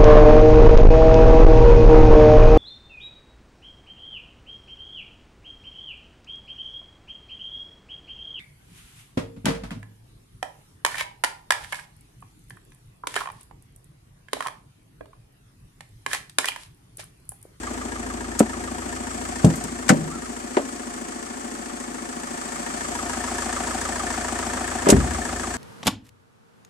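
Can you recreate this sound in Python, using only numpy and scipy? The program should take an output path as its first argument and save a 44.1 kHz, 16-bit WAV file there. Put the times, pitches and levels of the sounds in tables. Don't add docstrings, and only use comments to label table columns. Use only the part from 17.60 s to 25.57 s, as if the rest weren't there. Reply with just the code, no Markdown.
import sys
import numpy as np
from scipy import signal
from scipy.fft import rfft, irfft, next_fast_len
from scipy.io import wavfile
from scipy.ndimage import map_coordinates

SR = 44100
rng = np.random.default_rng(int(sys.argv[2]) if len(sys.argv) > 2 else 0)


def dump(signal):
    limited = np.clip(np.atleast_2d(signal).T, -1, 1)
    pcm = np.round(limited * 32767).astype(np.int16)
    wavfile.write(sys.argv[1], SR, pcm)


N = 351477
T = np.arange(N) / SR

# delay in seconds, decay in ms, then relative boom, knock and ticking levels in dB.
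STROKES = [(0, 8.3, -2, 2.5, 11), (.0075, 7, 1, 0, 2), (0.0247, 16, 4.5, -16, 5)]
# firing time as a share of the cycle, then a list of modes, each with
# starting pitch in Hz, relative level in dB, t60 (time to fall by 60 dB) in s, glide in Hz per s.
CYLINDERS = [(.95, [(1751, 2.5, 0.072, 3000), (1245, -7.5, 0.081, 0), (742.7, -3.5, 0.18, -1500)]),
             (.19, [(1833, -4, 0.11, 0), (1660, 0.5, 0.092, 0), (1253, -13.5, 0.079, 0),
             (946, 1.5, 0.094, 0), (770, -18, 0.061, 0)]), (.45, [(2054, -5.5, 0.075, 4000),
             (1652, 1.5, 0.053, 0), (1351, 2.5, 0.13, -13000), (1184, -0.5, 0.096, 0),
             (787, -11, 0.14, 0)]), (.715, [(1560, -8, 0.043, 0), (1175, -6.5, 0.09, -3000),
             (805, -1.5, 0.089, -7000), (709, -3.5, 0.068, 0)])]
# frequency in Hz, likeness from 0 to 1.
LIKENESS = [(60, 0.53), (250, 0.77), (500, 0.41), (1000, 0.29), (2000, 0.18), (5000, 0.14), (12000, 0.16)]

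USUAL_EXHAUST_DB = -43
THROB_CREST = .278


def amp(db):
    return 10 ** (np.asarray(db) / 20)


def evened(x):
    return x / np.sqrt(np.mean(x ** 2) + 1e-20)


def read(points, hz):
    f, value = np.transpose(points)
    return np.interp(np.log(hz + 1), np.log(f + 1), value)


def add(mix, s, sound):
    part = mix[:, round(s * SR):][:, :sound.shape[1]]
    part += sound[:, :part.shape[1]]


def tint(x, colour):
    length = x.shape[-1]
    size = next_fast_len(length + 2000)
    gain = amp(read(colour, np.fft.rfftfreq(size, 1 / SR)))
    return irfft(rfft(x, size) * gain, size)[..., :length]


def pair():
    size = next_fast_len(N)
    a, b = rfft(rng.standard_normal((2, size)))
    same = np.clip(read(LIKENESS, np.fft.rfftfreq(size, 1 / SR)), 0, 1)
    return irfft(np.array([a, same * a + np.sqrt(1 - same ** 2) * b]), size)[:, :N]


def drift(per_s):
    knots = np.arange(0, 9, 1 / per_s)
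    return np.interp(T, knots, rng.standard_normal(len(knots)))


def between(start_s, end_s, rise_s, fall_s):
    return np.clip(np.minimum((T - start_s) / rise_s, (end_s - T) / fall_s), 0, 1)


def clatter(cycle, strokes_db, cylinders_db, colour, repeat, wash_db, scatter_db, jitter_ms, rise_s=0.0027):
    power = np.zeros((1, N))
    t = np.arange(2000) / SR
    for (delay_s, decay_ms, *_), stroke_db in zip(STROKES, strokes_db):
        burst = (1 - np.exp(-t / rise_s)) * np.exp(-10 ** 3 * t / decay_ms)
        burst_power = burst[None] ** 2
        for (share, _), cylinder_db in zip(CYLINDERS, cylinders_db):
            times = np.interp(np.arange(share, cycle[-1]), cycle, T) + delay_s
            for s, (size, slip) in zip(times, rng.standard_normal((len(times), 2))):
                gain = amp(stroke_db + cylinder_db + scatter_db * size)
                add(power, abs(s + slip * jitter_ms / 10 ** 3), gain ** 2 * burst_power)
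    force = np.sqrt(power[0] / power.mean() + amp(wash_db) ** 2)
    period = round(N / cycle[-1])
    phase, stray = 2 * np.pi * rng.random((2, period // 2))
    unlike = 1 - np.clip(read(LIKENESS, np.linspace(0, SR / 2, period // 2)), 0, 1)
    right_phase = phase + unlike * (stray - np.pi)
    patterns = evened(irfft(np.exp(1j * np.array([phase, right_phase]))))
    habit = np.array([np.interp((cycle % 1) * len(p), np.arange(len(p)), p) for p in patterns])
    repeat = np.clip(repeat, 0, 1)
    texture = np.sqrt(repeat) * habit + np.sqrt(1 - repeat) * pair()
    sound = tint(force * texture, colour)
    return sound / np.std(sound.mean(0))


def exhaust(cycle, level_db, waver_db=1.0):
    # multiple of the crank speed, relative level in dB, dB gained per dB of exhaust level.
    lines = [(4, 0.5, 1), (6, -.5, 1.5), (8, -15, 1), (10, -12.5, 0.75), (12, -11.5, 0.5)]
    hum = 0
    for k, db, reach in lines:
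        line_db = USUAL_EXHAUST_DB + db + reach * (level_db - USUAL_EXHAUST_DB)
        level = amp(line_db + waver_db * drift(4.0)) * np.sqrt(2)
        hum = hum + level * np.sin(2 * np.pi * (2 * round(k) * cycle + rng.random()))
    return hum


def drone(cycle, waver_db=1):
    # multiple of the crank speed, relative level in dB.
    lines = [(16, -3.5), (17, -2.5), (18, 0), (19, -9.5), (20, -8), (24, -3.5), (26, -6.5), (29, -10),
             (31.5, -8)]
    return evened(sum(amp(db + waver_db * drift(7))
                      * np.cos(2 * np.pi * round(2 * k) * (cycle - THROB_CREST)) for k, db in lines))


def firings(cycle, scatter_db=1.6, jitter_ms=0.098, detune=0.011, rise_s=0.0019, spread=1.17, roam_db=1.5):
    cylinder_levels = [0.59, 0, -1.2, 0.84]
    out, t = np.zeros((2, N)), np.arange(SR // 12) / SR
    side = np.array([.5, -.5])[:, None, None]
    for (share, modes), cylinder_db in zip(CYLINDERS, cylinder_levels):
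        hz, db, t60, glide = np.transpose(modes)[:, :, None]
        phase = 2 * np.pi * rng.random(hz.shape) + spread * side * rng.choice([-1, 1], hz.shape)
        roam = roam_db * np.array([drift(1) for _ in modes])
        fade = amp(cylinder_db + db - 60 * t / t60) * (1 - np.exp(-t / rise_s))
        for s in np.interp(np.arange(share, cycle[-1]), cycle, T):
            size, bend = rng.standard_normal((2, *hz.shape))
            level = amp(scatter_db * size + roam[:, int(s * SR), None]) * fade
            turns = (hz * (1 + detune * bend) + glide * t / 2) * t
            ring = level * np.sin(2 * np.pi * turns + phase)
            add(out, s + jitter_ms / 10 ** 3 * rng.standard_normal(), ring.sum(1))
    return out / np.std(out.mean(0))


def cabin(knock, delay_s=0.004028):
    # frequency in Hz, width in Hz, relative level in dB.
    resonances = [(584, 15, -2.5), (708, 50, -4), (858, 18, 2), (1088, 12, 3.5), (1346, 22, -2),
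                  (1770, 130, -5.5)]
    sound = sum(amp(db) * signal.lfilter(*signal.iirpeak(hz, hz / width, fs=SR), knock)
                for hz, width, db in resonances)
    return np.roll(sound, round(delay_s * SR), axis=1) / np.std(sound.mean(0))


def engine():
    # time in seconds, knock and ticking reference levels in dB.
    walk = [(0.0, -38.5, -43), (0.53, -40, -44.5), (1.82, -39, -40.5), (2.42, -42, -44.5),
            (2.75, -42, -43.5), (4.42, -41.5, -43.5), (4.95, -38, -40), (5.81, -34.5, -36.5),
            (7.26, -34, -38), (7.97, -37, -38.5)]
    # time in seconds, reference level in dB.
    tailpipe = [(1.7, -43), (2.65, -48), (2.97, -52.5), (4.26, -54), (5.12, -51), (5.27, -47.5), (5.5, -44),
                (7.2, -41)]
    # relative boom, knock and ticking levels in dB.
    uneven = [(1, 0.5, -1), (2, 1, 2.5), (-14, 2, .5), (0, 0.5, 1)]
    # frequency in Hz, relative level in dB.
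    boom_colour = [(20, -46), (100, -42), (140, -25), (200, -3), (240, 0.5), (265, 0), (295, -4),
                   (345, -2.5), (440, -9.5), (520, -14.5), (800, -43)]
    # frequency in Hz, relative level in dB.
    knock_colour = [(300, -14.5), (480, -7), (600, 1), (720, 2.5), (850, -1), (950, -4), (1030, -3),
                    (1240, -0.5), (1480, -3), (1780, -4.5), (2100, -8.5), (2700, -13.5), (4000, -18.5),
                    (8000, -52)]
    # frequency in Hz, relative level in dB.
    tick_colour = [(1290, -29), (2200, -4), (2720, -8), (3340, -7), (3940, -13), (4370, -5), (4960, -5.5),
                   (8020, 2), (10500, -17), (13700, -26), (14500, -29)]
    # time in seconds, ms by which the left side lags.
    bearing = [(1.2, -0.33), (1.7, -0.44), (5.2, -0.456), (5.7, 0.013)]
    # frequency in Hz, left minus right in dB.
    balance = [(60, 0.2), (140, 7.5), (250, 2.5), (500, 3), (760, 3.5), (1170, -1), (1780, 4), (2700, 2),
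               (4200, 2), (6400, -1), (7600, 7.5), (9000, 10), (10800, 12), (13000, 12)]
    idle_rpm, start_phase = 834.65, -.0225
    usual_boom_db, per_knock, per_exhaust, usual_knock_db = -39.5, 0.029, 0.19, -39
    drone_db, knock_layer_db, ring_db, cabin_db, tick_layer_db, hum_db = 2, 0, -1.4, -3, 0.56, -1.24
    direct_outside, direct_inside = 0.95, 0.51
    throb_db = 1.5

    cycle = start_phase + T * idle_rpm / 120
    s, *levels = np.transpose(walk)
    knock_db, tick_db = (np.interp(T, s, level) for level in levels)
    exhaust_db = np.interp(T, *np.transpose(tailpipe))
    boom_db = usual_boom_db + per_knock * (knock_db - usual_knock_db)
    boom_db = boom_db + per_exhaust * (exhaust_db - USUAL_EXHAUST_DB)
    inside = between(2.65, 5.45, rise_s=.35, fall_s=1.3)
    direct = np.clip(direct_outside + (direct_inside - direct_outside) * inside, 0, 1)
    booms, knocks, ticks = zip(np.transpose(STROKES)[2:], np.transpose(uneven))

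    throb = amp(throb_db * np.cos(4 * np.pi * (cycle - THROB_CREST)))
    boom = clatter(cycle, *booms, boom_colour, repeat=0.58, wash_db=-3, scatter_db=2, jitter_ms=0.18)
    boom = amp(boom_db) * throb * boom
    sound = boom + footwell(boom)
    sound += amp(boom_db + drone_db) * drone(cycle)
    sound += exhaust(cycle, exhaust_db + hum_db)
    knock = clatter(cycle, *knocks, knock_colour, repeat=0.65, wash_db=-1.5, scatter_db=0.9, jitter_ms=0.33)
    sound += amp(knock_db + knock_layer_db) * knock
    sound += amp(knock_db + ring_db) * direct * firings(cycle)
    sound += amp(knock_db + cabin_db) * np.sqrt(1 - direct ** 2) * cabin(knock)
    tick = clatter(cycle, *ticks, tick_colour, repeat=0.15, wash_db=0.5, scatter_db=1.3, jitter_ms=0.67)
    sound += amp(tick_db + tick_layer_db) * tick
    lag = np.interp(T, *np.transpose(bearing)) * SR / 10 ** 3
    left = map_coordinates(sound[0], [np.arange(N) - lag], order=3, mode="nearest")
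    left = tint(left, [(hz, db / 2) for hz, db in balance])
    right = tint(sound[1], [(hz, -db / 2) for hz, db in balance])
    return np.array([left, right])


def clicks(rise_s=0.0002):
    # time in seconds, level in dB, t60 in seconds,
    # treble tilt in dB per octave above 1500 Hz, left minus right in dB.
    snaps = [(0.7922, -14.5, 0.053, 10.5, 1), (0.8002, -19.5, 0.043, -5, 0), (1.8466, -20, 0.041, 4, 5.5),
             (1.904, -35, 0.044, 4, 6), (1.957, -31.5, .09, 14, 6), (2.039, -26.5, 0.037, 8, 6),
             (2.281, -30, .12, 1, 12), (2.2907, -12, 0.06, 4.5, 8), (2.294, -7, 0.062, -16.5, -3),
             (2.300, -15.5, 0.081, -3, -1), (2.9675, -20.5, 0.053, -6.5, 1), (7.287, -14, 0.1, 4.5, -3),
             (7.3013, -6.5, 0.062, 6, -1.5), (7.326, -19.5, 0.067, -12, -3)]
    # frequency in Hz, relative level in dB.
    latch = [(200, -40), (600, -6), (1800, 1.5), (3000, -4.5), (4200, -7), (6000, -5.5), (7800, -2),
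             (10000, -14), (14000, -29.5)]
    out, t = np.zeros((2, N)), np.arange(SR // 5) / SR
    for s, db, t60, tilt_db, pan_db in snaps:
        a, b = rng.standard_normal((2, len(t)))
        colour = [(hz, level + tilt_db * np.log2(max(hz, 1500))) for hz, level in latch]
        crack = evened(tint(np.array([a + 0.92 * b, a - 0.58 * b]), colour))
        fade = amp(db - 60 * t / t60) * (1 - np.exp(-t / rise_s))
        add(out, s, crack * fade * amp([[pan_db / 2], [-pan_db / 2]]))
    return out


def blows(rise_cycles=0.31, ring_rise_s=0.0014, skirt_db=10, low_cut=0.89):
    # pitch in Hz, relative level in dB, t60 in s.
    FLAP = [(224.4, -4, .11), (275, 1, 0.045), (407, -10, 0.068), (513, 2.5, 0.02), (690, -18.5, 0.092),
            (880, -28, 0.061), (1320, -18, 0.043)]
    # (Hz, dB, s).
    HANDLE = [(81.6, -19, 0.29), (136, -1.5, 0.056), (164.8, -11.5, 0.29), (202, -5.5, 0.14),
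              (256, -5.5, 0.089), (329, -25, .4), (435, -13, 0.064), (510, -11, 0.046), (610, -17.5, 0.093),
              (806, -24, 0.1)]
    # (Hz, dB, s).
    DOOR = [(156, -16, 0.54), (194, -3, 0.091), (237.3, -10.5, 0.22), (271, -13, 0.27), (396, -26, 0.28),
            (507, -11.5, 0.1), (577, -22, .25), (618, -19.5, 0.18), (773, -20, 0.14), (1200, -28, 0.13)]
    # (Hz, dB, s).
    STRAP = [(274.7, -14, 0.36), (367, 3, 0.052), (468, -6, 0.071), (586, -5, 0.073), (780, -8, 0.047),
             (950, -6, 0.03), (1760, -24, .07)]
    # (Hz, dB, s).
    STRIKER = [(208.3, -3, 0.11), (307, 1.5, 0.039), (390, 2.5, 0.061), (598, -2.5, 0.096),
               (776, -12, 0.055), (940, -8, 0.066)]
    # (Hz, dB, s).
    SHELL = [(61.5, -16, 0.76), (78.3, -17.5, 0.78), (127.6, -18, 0.44), (169, -18, .28),
             (226, -5.5, 0.095), (261, -11, 0.16), (303, 1.5, 0.035), (390, -13, 0.19), (510, -17, 0.074),
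             (714, -21, 0.099)]
    parts = {"flap": (FLAP, .18, -24, 347, .19), "handle": (HANDLE, 0.23, -17.5, 170, 0.34),
             "door": (DOOR, .36, -17, 175, .5), "strap": (STRAP, .28, -11.5, 440, 0.17),
             "striker": (STRIKER, -0.34, -7.5, 630, 0.14), "shell": (SHELL, -0.27, -20.5, 180, 0.63)}
    # time in seconds, name of the struck part, level in dB.
    hits = [(0.8056, "flap", 1), (.826, "flap", -27), (1.8448, "handle", 3), (1.903, "handle", -14),
            (2.039, "handle", -24), (2.302, "door", 1), (2.9699, "strap", -6.5), (7.2677, "striker", -9.5),
            (7.2904, "striker", -5.5), (7.3249, "shell", 2)]
    out, t = np.zeros((2, N)), np.arange(SR * 3 // 4) / SR
    for s, name, db in hits:
        part, lag_ms, ring_db, ring_hz, ring_t60 = parts[name]
        modes = sum(amp(db + level - 60 * t / t60) * (1 - np.exp(-t * hz / rise_cycles))
                    * np.sin(2 * np.pi * hz * t) for hz, level, t60 in part)
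        hump = [(ring_hz * 2. ** octave, -skirt_db * abs(octave) ** 1.03) for octave in range(-4, 6)]
        a, b = evened(tint(rng.standard_normal((2, len(t))), hump))
        fade = amp(db + ring_db - 60 * t / ring_t60) * (1 - np.exp(-t / ring_rise_s))
        ring = (a + 0.38 * b * np.array([[1], [-1]])) * fade
        high_pass = signal.butter(2, part[0][0] * low_cut, "high", fs=SR, output="sos")
        sound = signal.sosfilt(high_pass, modes + ring)
        lag = lag_ms / 10 ** 3
        delayed = [np.interp(t - max(d, 0), t, side) for d, side in zip((-lag, lag), sound)]
        add(out, s, np.array(delayed))
    return out * amp([[.8], [-.8]])


def squeak(bend=.13, crest=1.5, waver=0.03, flutter_db=1.5):
    # start in seconds, length in seconds, top pitch in Hz before its waver, level in dB.
    squeaks = [(2.498, .095, 1365, -37), (2.615, .055, 1290, -42)]
    out = np.zeros(N)
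    for s, length, top_hz, db in squeaks:
        along = np.clip((T - s) / length, 0, 1)
        hz = top_hz * (1 - bend * (1 - np.sin(np.pi * along ** crest)))
        turns = np.cumsum(hz * (1 + waver * drift(300))) / SR
        swell = np.sqrt(abs(np.sin(np.pi * along)))
        out += swell * amp(db + flutter_db * drift(150)) * np.sin(2 * np.pi * turns)
    return out


def footwell(boom):
    centre_hz, width_hz, gain_db = 152, 38, 12
    hollow = signal.iirpeak(centre_hz, centre_hz / width_hz, fs=SR)
    hum = signal.lfilter(*hollow, signal.lfilter(*hollow, boom))
    return amp(gain_db) * between(4.1, 6.1, rise_s=.5, fall_s=1.1) * hum


def scene():
    return engine() + clicks() + blows() + squeak()


def record(dry):
    edge_hz = 14500
    low_pass = signal.firwin(401, edge_hz, window=("kaiser", 8), fs=SR)
    return signal.oaconvolve(np.clip(dry, -1, 1), low_pass[None], "same")


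dry = scene()
out = record(dry)
dump(out)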